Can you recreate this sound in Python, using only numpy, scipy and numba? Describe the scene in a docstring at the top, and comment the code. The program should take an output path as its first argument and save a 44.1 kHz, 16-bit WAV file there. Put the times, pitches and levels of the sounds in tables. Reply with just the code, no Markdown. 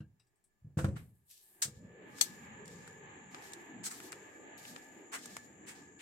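"""A hand knocks a gear lever through its gate in a parked car at night, heard close, with loose trim pinging:
soft pushes ring the cabin's decaying modes. The phone then swings out of the open door and is carried round
to the tail. Outside, filtered noise makes a low engine rumble, street hiss, a thin whine and insects, while
a metal part snaps and loose shoes scuff, drag and slap on paving near the microphone, as grains of noise."""
import sys
import numpy as np
from scipy import signal
from scipy.fft import rfft, irfft, next_fast_len
from scipy.io import wavfile
from scipy.ndimage import uniform_filter1d
from numba import njit

SR = 44100
rng = np.random.default_rng(int(sys.argv[2]) if len(sys.argv) > 2 else 0)


def inscribe(sig):
    """Save sig as 16-bit PCM at rate SR to the path in sys.argv[1].

    A 1-D sig is mono; a 2-D sig holds one channel per row.
    Samples are clipped to [-1, 1] before scaling.
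    """
    pcm = np.round(np.clip(np.atleast_2d(sig).T, -1, 1) * 32767)
    wavfile.write(sys.argv[1], SR, pcm.astype(np.int16))


N = 265437
T = np.arange(N) / SR
SIDES = np.array([[1], [-1]])  # left, right: a positive pan in dB leans left

# In every table t60 is the time to fall by 60 dB.
# Outside, engine rumble. Each row: frequency in Hz, relative level in dB per Hz.
RUMBLE_SPECTRUM = [(20, -55.5), (65, -11), (200, 0), (490, -6.5), (600, -30.5), (900, -56)]
# Outside, street hiss. Each row: frequency in Hz, relative level in dB per Hz.
STREET_SPECTRUM = [(320, -45), (550, -6), (869, -2.5), (966, -7), (1400, -15.5), (1710, -4.5), (2950, -15),
                   (4500, -32), (5850, -74.5), (9900, -120)]
# Outside, machine whine. Each row: frequency in Hz, width in Hz, relative level in dB.
WHINE_BANDS = [(879, 39, -9), (1207, 59, -7.5), (1634, 40, -6), (1730.5, 26, 1), (2290, 46, -8.5)]
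# Outside, insects. Each row: frequency in Hz, width in Hz, relative level in dB.
INSECT_BANDS = [(6750, 400, -3), (7000, 350, 0), (7330, 300, -3)]
# Insects growing louder as the phone clears the door. Each row: time in seconds, level in dB before panning.
INSECT_LEVELS = [(1.3, -99), (1.7, -73.5), (1.85, -77.5), (2.08, -74.5), (2.36, -66.5)]
# The cabin muffling the night until the phone is out. Each row: time in seconds, gain in dB.
CABIN_MUFFLE = [(1.3, -56), (1.62, -40.5), (1.85, -10), (2.1, -1.5), (2.25, 0.5)]
# Walking from door to tail. Each row: time in seconds, deep rumble in dB, upper rumble in dB, street in dB,
# reinforced frequency in Hz, cancelled frequency in Hz; levels are before muffling.
DOOR_TO_TAIL = [(1.65, -33, -33.5, -25.5, 399, 510), (1.82, -42.5, -52, -49.5, 533, 728),
                (1.97, -64, -51.5, -50, 417, 946), (2.11, -58, -55.5, -48.5, 244, 730),
                (2.4, -59, -58.5, -50.5, 203.2, 654), (2.65, -55, -61, -50.5, 450, 682),
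                (2.95, -53.5, -55.5, -51.5, 471, 656), (3.12, -61.5, -59, -52, 394, 650),
                (3.3, -58, -61, -53.5, 190.5, 634), (3.45, -61, -56, -50.5, 394, 584),
                (3.68, -67.5, -57, -50, 319, 560), (3.82, -64, -55.5, -53.5, 190, 545),
                (4.12, -63.5, -55.5, -48.5, 371, 597), (4.5, -69, -58.5, -51.5, 289, 1100),
                (4.7, -65, -58.5, -50, 214.5, 1020), (5.1, -69.5, -57, -55, 315, 1170),
                (5.32, -62.5, -59, -51, 211, 955), (5.57, -62, -59.5, -56.5, 324.6, 1000),
                (5.72, -62.5, -57.5, -53, 254.4, 590), (6.02, -63.5, -63, -57.5, 292, 520)]
# Microphone port, colour on close sounds. Each row: frequency in Hz, width in Hz, gain in dB.
PORT_COLOUR = [(8040, 2560, 9), (9860, 470, -9), (11900, 1800, 7.5)]
# Cloth and soles dragging. Each row: start in seconds, middle level (about 3-8 kHz) in dB, level above 8 kHz
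# in dB, rise in seconds, hold in seconds, t60 of the high part in seconds.
DRAG_EVENTS = [(0.954, -89.5, -80, 0.019, 0.027, 1.3), (1.225, -70.5, -67, 0.082, 0.055, 0.51),
               (1.39, -88, -74.5, 0.047, 0.23, 0.26), (1.668, -76.5, -89, 0.011, 0.077, 0.55),
               (1.983, -60.5, -69, 0.21, 0.046, 0.77), (2.638, -71.5, -80, 0.018, 0.23, 0.41),
               (3.275, -74, -80.5, 0.041, 0.083, 0.33), (3.389, -66, -72.5, 0.035, 0.031, 0.72),
               (3.926, -66.5, -70.5, 0.014, 0.11, 1.04), (4.566, -65.5, -69, 0.013, 0.11, 1.1),
               (5.166, -64, -70, 0.021, 0.19, 0.43), (5.739, -73.5, -85, 0.015, 0.041, 0.61)]
# Cabin creaks and rattles, then scuffs of soles. Each row: start in seconds, treble level in dB,
# body level in dB, body pitch in Hz, rise in seconds, t60 in seconds; levels are before panning and port.
CREAK_AND_SCUFF_EVENTS = [(.772, -54, -47.5, 1320, 0.012, 0.34), (.955, -74, -55.5, 1630, 0.011, 0.22),
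                          (1.295, -81.5, -73, 2300, 0.016, 0.13), (1.618, -29.5, -38.5, 2160, 0.0067, 0.12),
                          (3.832, -39.5, -45.5, 1980, 0.036, 0.097), (3.903, -48.5, -48, 1710, 0.011, 0.19),
                          (5.116, -46, -38.5, 1660, 0.035, 0.13), (5.662, -52.5, -50, 2260, 0.031, 0.18),
                          (5.985, -57.5, -46, 2200, 0.061, 0.12)]
# Ticks and slaps of soles, and the clicks before and at the metal snap. Each row: start in seconds,
# treble level in dB, body level in dB, body pitch in Hz; levels are before panning and port.
TICK_AND_CLICK_EVENTS = [(2.184, -51, -47, 1730), (2.2114, -20.5, -35, 2440), (2.656, -56, -74, 1720),
                         (2.678, -51.5, -85, 1996), (2.876, -54, -47, 1730), (3.3452, -77, -39, 1048),
                         (3.5202, -57, -47.5, 1770), (3.5337, -43.5, -75, 2090), (3.839, -47.5, -43, 1904),
                         (4.001, -57, -44, 1920), (4.12, -44.5, -43, 1766), (4.127, -53.5, -39, 1760),
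                         (4.651, -75, -45, 2316), (4.7611, -76, -39, 1310), (5.257, -44, -46, 1650),
                         (5.3662, -44, -35.5, 1510)]
# A small metal part snapping. Each row: start in seconds, crack peak in dB before panning.
SNAP_EVENTS = [(2.2104, -14)]
# Modes of that part. Each row: frequency in Hz, relative level in dB, t60 in seconds.
SNAP_MODES = [(820, -18.5, 0.072), (2490, -17, 0.029), (3380, -11, 0.022), (4420, -2.5, 0.032),
              (6220, 1.5, 0.035), (7630, -2.5, 0.024), (8300, -6.5, 0.015), (12050, -6, .015)]
# Cabin trim pinging. Each row: start in seconds, peak in dB before panning, tilt in dB per octave.
PING_EVENTS = [(.004, -60.5, -30), (0.197, -61.5, -4.5), (0.268, -74, 10), (0.357, -76, 26),
               (0.44, -64, 35)]
# Modes of the trim. Each row: frequency in Hz, level in dB before the tilt, t60 in seconds.
TRIM_MODES = [(1610, -23.5, 0.047), (2790, -1.5, 0.017), (3900, 2, 0.014), (5000, 7, 0.01),
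              (5630, -5, 0.058), (7880, 1.5, .02), (8540, 4.5, 0.016), (10360, -10, 0.011)]
# Lever and seat thuds. Each row: start in seconds, ring peak in dB before the high-pass,
# push length in milliseconds, rattle in dB relative to the thud.
THUD_EVENTS = [(0.004, -33.5, 3.5, -27), (0.617, -47.5, 12, -51), (0.644, -38, 5.7, -57),
               (0.667, -43, 4.8, -60), (0.77, -18.5, 3.22, -29), (0.786, -23, 2.25, -12.5),
               (0.811, -35, 1.3, -26), (0.842, -16, 3.15, -20.5), (.862, -35, 0.72, -25),
               (0.883, -22.5, 2.7, -33), (0.963, -38.5, 3.8, -14.5), (1.653, -40.5, 2.8, -14),
               (1.678, -39.5, 3.1, -24), (1.766, -40, 8, -48)]
# Cabin panels. Each row: nominal frequency in Hz, relative level in dB, t60 in seconds.
CABIN_MODES = [(119.6, -6, 0.51), (147.6, 12, 0.09), (171, -7, 0.1), (203.4, 5.5, 0.14), (324.3, 3.5, 0.15),
               (470, -1.5, 0.11), (534.4, 11.5, 0.11), (1040, 11, 0.032)]
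# Trim rattling with the thuds. Each row: frequency in Hz, relative level in dB per Hz.
RATTLE_SPECTRUM = [(620, 11.5), (850, -5), (1500, 3.5), (2100, -12), (2750, -12), (4500, -17.5),
                   (8400, -18.5), (15500, -31.5)]

RUMBLE_SPLIT_HZ = 276  # between deep and upper rumble
STREET_PAN_DB, INSECT_PAN_DB = -1.5, 10.5  # left minus right
YARD_T60_S, YARD_DB = 0.1, -12
DRAG_PAN_DB, SCUFF_PAN_DB, TICK_PAN_DB = 2, 2, 2.5
BODY_PAN_DB, TOP_PAN_DB = -2, 4.5  # contacts also lean right in the body and left in the top
SCUFF_TOP_DB, TICK_TOP_DB = -13.5, -18  # top relative to the bright middle
TICK_RISE_S, TICK_T60_S = 0.0014, 0.018
CONTACT_BODY_WIDTH_HZ = 2380.0
CHATTER_T60_S, FIZZ_T60_S, FIZZ_DB = 0.028, 0.11, -20
PING_T60_S = 0.14
HISS_DB, HISS_KNEE_HZ, TOP_HZ = -84, 242.7, 16000


def amp(db):
    """Turn decibels into an amplitude factor."""
    return 10 ** (np.asarray(db) / 20)


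def unit(x):
    """Scale to rms 1 over all channels together."""
    return x / np.sqrt(np.mean(x ** 2))


def noise(alike=0.):
    """Two channels of white noise whose correlation is `alike`."""
    a = np.clip(alike, 0, 1)
    mid, side = rng.standard_normal((2, N))
    return (np.sqrt(1 + a) * mid + np.sqrt(1 - a) * side * SIDES) / np.sqrt(2)


def colour(x, table):
    """Shape a sound by a spectrum of (Hz, dB) points, straight in log frequency, to rms 1."""
    hz, db = np.transpose(table)
    size = next_fast_len(N)
    f = np.arange(size // 2 + 1) * SR / size + 1  # 1 Hz up, to avoid log of zero
    gain = amp(np.interp(np.log(f), np.log(hz), db, -120, -120))
    return unit(irfft(rfft(x, size) * gain, size)[..., :N])


def band(x, lo_hz, hi_hz):
    """Band-pass scaled so that white noise of rms 1 stays near rms 1."""
    sos = signal.butter(2, [lo_hz, hi_hz], "band", fs=SR, output="sos")
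    return signal.sosfilt(sos, x) * np.sqrt(SR / 2 / (hi_hz - lo_hz))


@njit
def svf(x, hz, width):
    """State-variable band-pass with a moving centre, `width` Hz wide and of gain 1 at the centre."""
    y, b, l = np.empty(len(x)), 0., 0.
    for i in range(len(x)):
        g, k = np.tan(np.pi * hz[i] / SR), width / hz[i]
        v = (b + g * (x[i] - l)) / (1 + g * (g + k))
        b, l, y[i] = 2 * v - b, l + 2 * g * v, k * v
    return y


def resonate(x, hz, width):
    """Pass each channel through the moving band-pass."""
    return np.array([svf(channel, hz, width) for channel in x])


def walk(rate):
    """Random levels, `rate` per second, smoothed twice into a slow drift."""
    k = int(SR / rate)
    steps = np.repeat(rng.standard_normal(N // k + 1), k)
    return uniform_filter1d(uniform_filter1d(steps, k), k)[:N]


def curves(table):
    """Join a table's rows by straight lines in time, one curve for each column."""
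    s, *columns = np.transpose(table)
    return [np.interp(T, s, c) for c in columns]


def swell(at, rise, t60, hold=0, bend=0.28):
    """An envelope that climbs for `rise` s, holds, and dies away; a higher bend starts more slowly."""
    t = T - at
    return np.clip(t / rise, 0, 1) ** bend * amp(-60 * np.clip(t - rise - hold, 0, 2) / t60)


def grit(grain_db):
    """Noise made of 32-sample grains of uneven size."""
    grains = np.repeat(rng.exponential(size=N // 32 + 1), 32)[:N]
    return unit(noise(0.011) * amp(grain_db * grains))


def struck(modes, seconds):
    """The sum of decaying modes after one blow; those under 1 kHz are slightly detuned at random."""
    t = np.arange(int(seconds * SR)) / SR
    out = 0
    for hz, db, t60 in modes:
        detuned_hz = hz * (1 + 0.0266 * (hz < 1000) * rng.standard_normal())
        out = out + amp(db - 60 * t / t60) * np.sin(2 * np.pi * detuned_hz * t)
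    return out


def ring(x, modes):
    """Noise through narrow resonances, each wavering alone."""
    out = 0
    for hz, width, db in modes:
        tone = band(band(x, hz - width / 2, hz + width / 2), hz - width, hz + width)
        out = out + amp(db + 1.5 * walk(16)) * unit(tone)
    return unit(out)


def port(x):
    """Peaks and a dip that the microphone's port puts on the treble."""
    for hz, width, db in PORT_COLOUR:
        x = x + (amp(db) - 1) * resonate(x, np.full(N, 1. * hz), 1. * width)
    return x


def insects():
    """Narrow bands of noise hiss to the left and grow louder as the phone clears the door."""
    level_db, = curves(INSECT_LEVELS)
    return amp(level_db + INSECT_PAN_DB * SIDES / 2) * ring(noise(), INSECT_BANDS)


def engine_and_street():
    """Rumble in uneven lumps and street hiss; the car's flank reinforces one band and cancels another."""
    deep_db, upper_db, street_db, peak_hz, dip_hz = curves(DOOR_TO_TAIL)
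    low = colour(noise(0.9), RUMBLE_SPECTRUM)
    deep = band(low, 60, RUMBLE_SPLIT_HZ) * amp(3.0 * walk(7.6))
    upper = band(low, RUMBLE_SPLIT_HZ, 620) * amp(3 * walk(22))
    broad = band(noise(0.8), 110, 800) * amp(3.5 * walk(16))
    centre_hz = np.clip(peak_hz * (1 + 0.05 * walk(8)), 120, 700)
    reinforced = resonate(broad, centre_hz, 81.0)
    upper = 0.6 * unit(upper) + unit(reinforced)
    street = colour(noise(0.016), STREET_SPECTRUM) * amp(2.9 * walk(9.9))
    street = amp(street_db - 8.5 + STREET_PAN_DB * SIDES / 2) * street
    above = amp(upper_db) * unit(upper) + street
    above = above - 0.8 * resonate(above, dip_hz, 170.)
    return amp(deep_db) * unit(deep) + above


def whine(muffle_db):
    """Narrow bands of noise make a machine whine, following the street level and muffled slightly less."""
    street_db = curves(DOOR_TO_TAIL)[2]
    level_db = street_db - 11.5 - 0.041 * muffle_db + STREET_PAN_DB * SIDES / 2
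    return amp(level_db) * ring(noise(), WHINE_BANDS)


def night():
    """The cabin lets through only a trace of engine, street and whine; insects have their own level curve."""
    muffle_db, = curves(CABIN_MUFFLE)
    return amp(muffle_db) * (engine_and_street() + whine(muffle_db)) + insects()


def yard(x):
    """Nearby walls return a short diffuse tail after 5 ms."""
    t = np.arange(SR // 2) / SR
    tail = rng.standard_normal((2, len(t))) * amp(-60 * t / YARD_T60_S) * (t > 0.005)
    tail /= np.sqrt(np.sum(tail ** 2, axis=1, keepdims=True))
    return amp(YARD_DB) * signal.fftconvolve(x, tail, axes=1)[:, :N]


def drag():
    """Fabric and soles rub with a fine flutter, slipping unevenly."""
    mid, high = 0, 0
    for at, mid_db, high_db, rise, hold, t60 in DRAG_EVENTS:
        mid = mid + amp(mid_db) * swell(at, rise, t60 * 0.79, hold, bend=5.0)  # dies sooner
        high = high + amp(high_db) * swell(at, rise, t60, hold, bend=3.0)
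    rub = grit(1.3) * amp(2.8 * walk(40) + DRAG_PAN_DB * SIDES / 2)
    mid_rub = band(band(rub, 2500, 6900), 2700, 11000) * amp(0.97 * walk(5.0))
    high_rub = band(rub, 8500, 14600) * amp(2 * walk(12))
    return mid * mid_rub + high * high_rub


def contacts(events, top_db, pan_db, grain_db):
    """Close contacts as bursts of grit: a body resonance of its own pitch, a bright middle and a top."""
    body, mid, pitch = 0, 0, np.full(N, 1500.)
    for at, mid_db, body_db, hz, rise, t60 in events:
        shape = swell(at, rise, t60, bend=0.9)
        body = body + amp(body_db) * shape
        mid = mid + amp(mid_db) * shape
        pitch[T >= at] = hz  # held until the next contact
    x = grit(grain_db) * amp(pan_db * SIDES / 2)
    tuned = resonate(x, pitch, CONTACT_BODY_WIDTH_HZ)
    tuned = unit(resonate(tuned, pitch, CONTACT_BODY_WIDTH_HZ))
    bright = band(x, 2700, 9000)
    top = amp(top_db + TOP_PAN_DB * SIDES / 2) * band(x, 9000, 15500)
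    return body * tuned * amp(BODY_PAN_DB * SIDES / 2) + mid * (bright + top)


def creaks_and_scuffs():
    """Cabin creaks and rattles, then scuffs of soles: bursts with their own rise and decay."""
    return contacts(CREAK_AND_SCUFF_EVENTS, SCUFF_TOP_DB, SCUFF_PAN_DB, 0.8)


def ticks_and_clicks():
    """Ticks and slaps of soles, and the clicks before and at the metal snap: all share one rise and decay."""
    events = [(*row, TICK_RISE_S, TICK_T60_S) for row in TICK_AND_CLICK_EVENTS]
    return contacts(events, TICK_TOP_DB, TICK_PAN_DB, 0.45)


def snap():
    """Noise chatter rings short dense modes as a dry crack under a broad fizz; each port hears its own noise."""
    out = 0
    for at, db in SNAP_EVENTS:
        chatter = noise() * swell(at, TICK_RISE_S, CHATTER_T60_S)
        crack = signal.fftconvolve(struck(SNAP_MODES, 0.1)[None], chatter, axes=1)[:, :N]
        fizz = amp(FIZZ_DB) * swell(at, TICK_RISE_S, FIZZ_T60_S) * port(band(noise(), 2516, 13000))
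        out = out + amp(db + 2.0 * SIDES) * (crack / np.abs(crack).max() + fizz)
    return out


def pings():
    """Small plastic parts tick and buzz on the left: decaying noise through modes tilted dull or bright."""
    out, t = np.zeros(N), T[:SR // 4]
    for at, db, tilt_db in PING_EVENTS:
        tilted = [(hz, mode_db + tilt_db * np.log2(hz / 4000), t60) for hz, mode_db, t60 in TRIM_MODES]
        buzz = rng.standard_normal(len(t)) * amp(-60 * t / PING_T60_S)
        note = signal.fftconvolve(struck(tilted, 0.1), buzz)
        start = int(at * SR)
        out[start:start + len(note)] += amp(db) * note / np.abs(note).max()
    return out * amp(4.0 * SIDES)


def lever():
    """Soft pushes ring the cabin panels; the body booms on roughly and loose trim rattles."""
    body, boom, shake = np.zeros(N + SR), 0, 0
    for k, (at, db, push_ms, rattle_db) in enumerate(THUD_EVENTS):
        push = np.hanning(int(push_ms * SR / 1000) + 2)
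        blow = np.convolve(struck(CABIN_MODES, 0.69), push)
        start = int(at * SR)
        # pushes alternate in direction
        body[start:start + len(blow)] -= (-1) ** k * amp(db) * blow / np.abs(blow).max()
        boom = boom + amp(db - 23) * swell(at, 0.043, 0.47)
        shake = shake + amp(db + rattle_db) * swell(at, 0.003, 0.083, bend=3.4)
    # the lever is nearer the left port, which hears it six samples early
    both = np.array([body[:N], np.roll(body, 6)[:N]])
    both = both + boom * band(noise(0.94), 61, 140.0)
    both = signal.sosfilt(signal.butter(2, 95, "high", fs=SR, output="sos"), both)
    return both + shake * colour(grit(1.5), RATTLE_SPECTRUM)


def scene():
    """Mix the cabin, the contacts with their yard tail, the drags and the night."""
    hits = port(ticks_and_clicks() + creaks_and_scuffs()) + snap()
    return lever() + pings() + hits + yard(hits) + port(drag()) + night()


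def record(dry):
    """The microphone: a bass roll-off, self-noise that rises towards the bass, and a steep top."""
    x = signal.sosfilt(signal.butter(2, 45, "high", fs=SR, output="sos"), dry)
    hiss_spectrum = [(10, 30), (HISS_KNEE_HZ, 14), (900, 5), (2000, -2), (20000, -3)]  # Hz, dB
    x = x + amp(HISS_DB) * colour(noise(), hiss_spectrum)
    return signal.sosfilt(signal.ellip(10, 0.2, 80, TOP_HZ, fs=SR, output="sos"), x)


dry = scene()
out = record(dry)
inscribe(out)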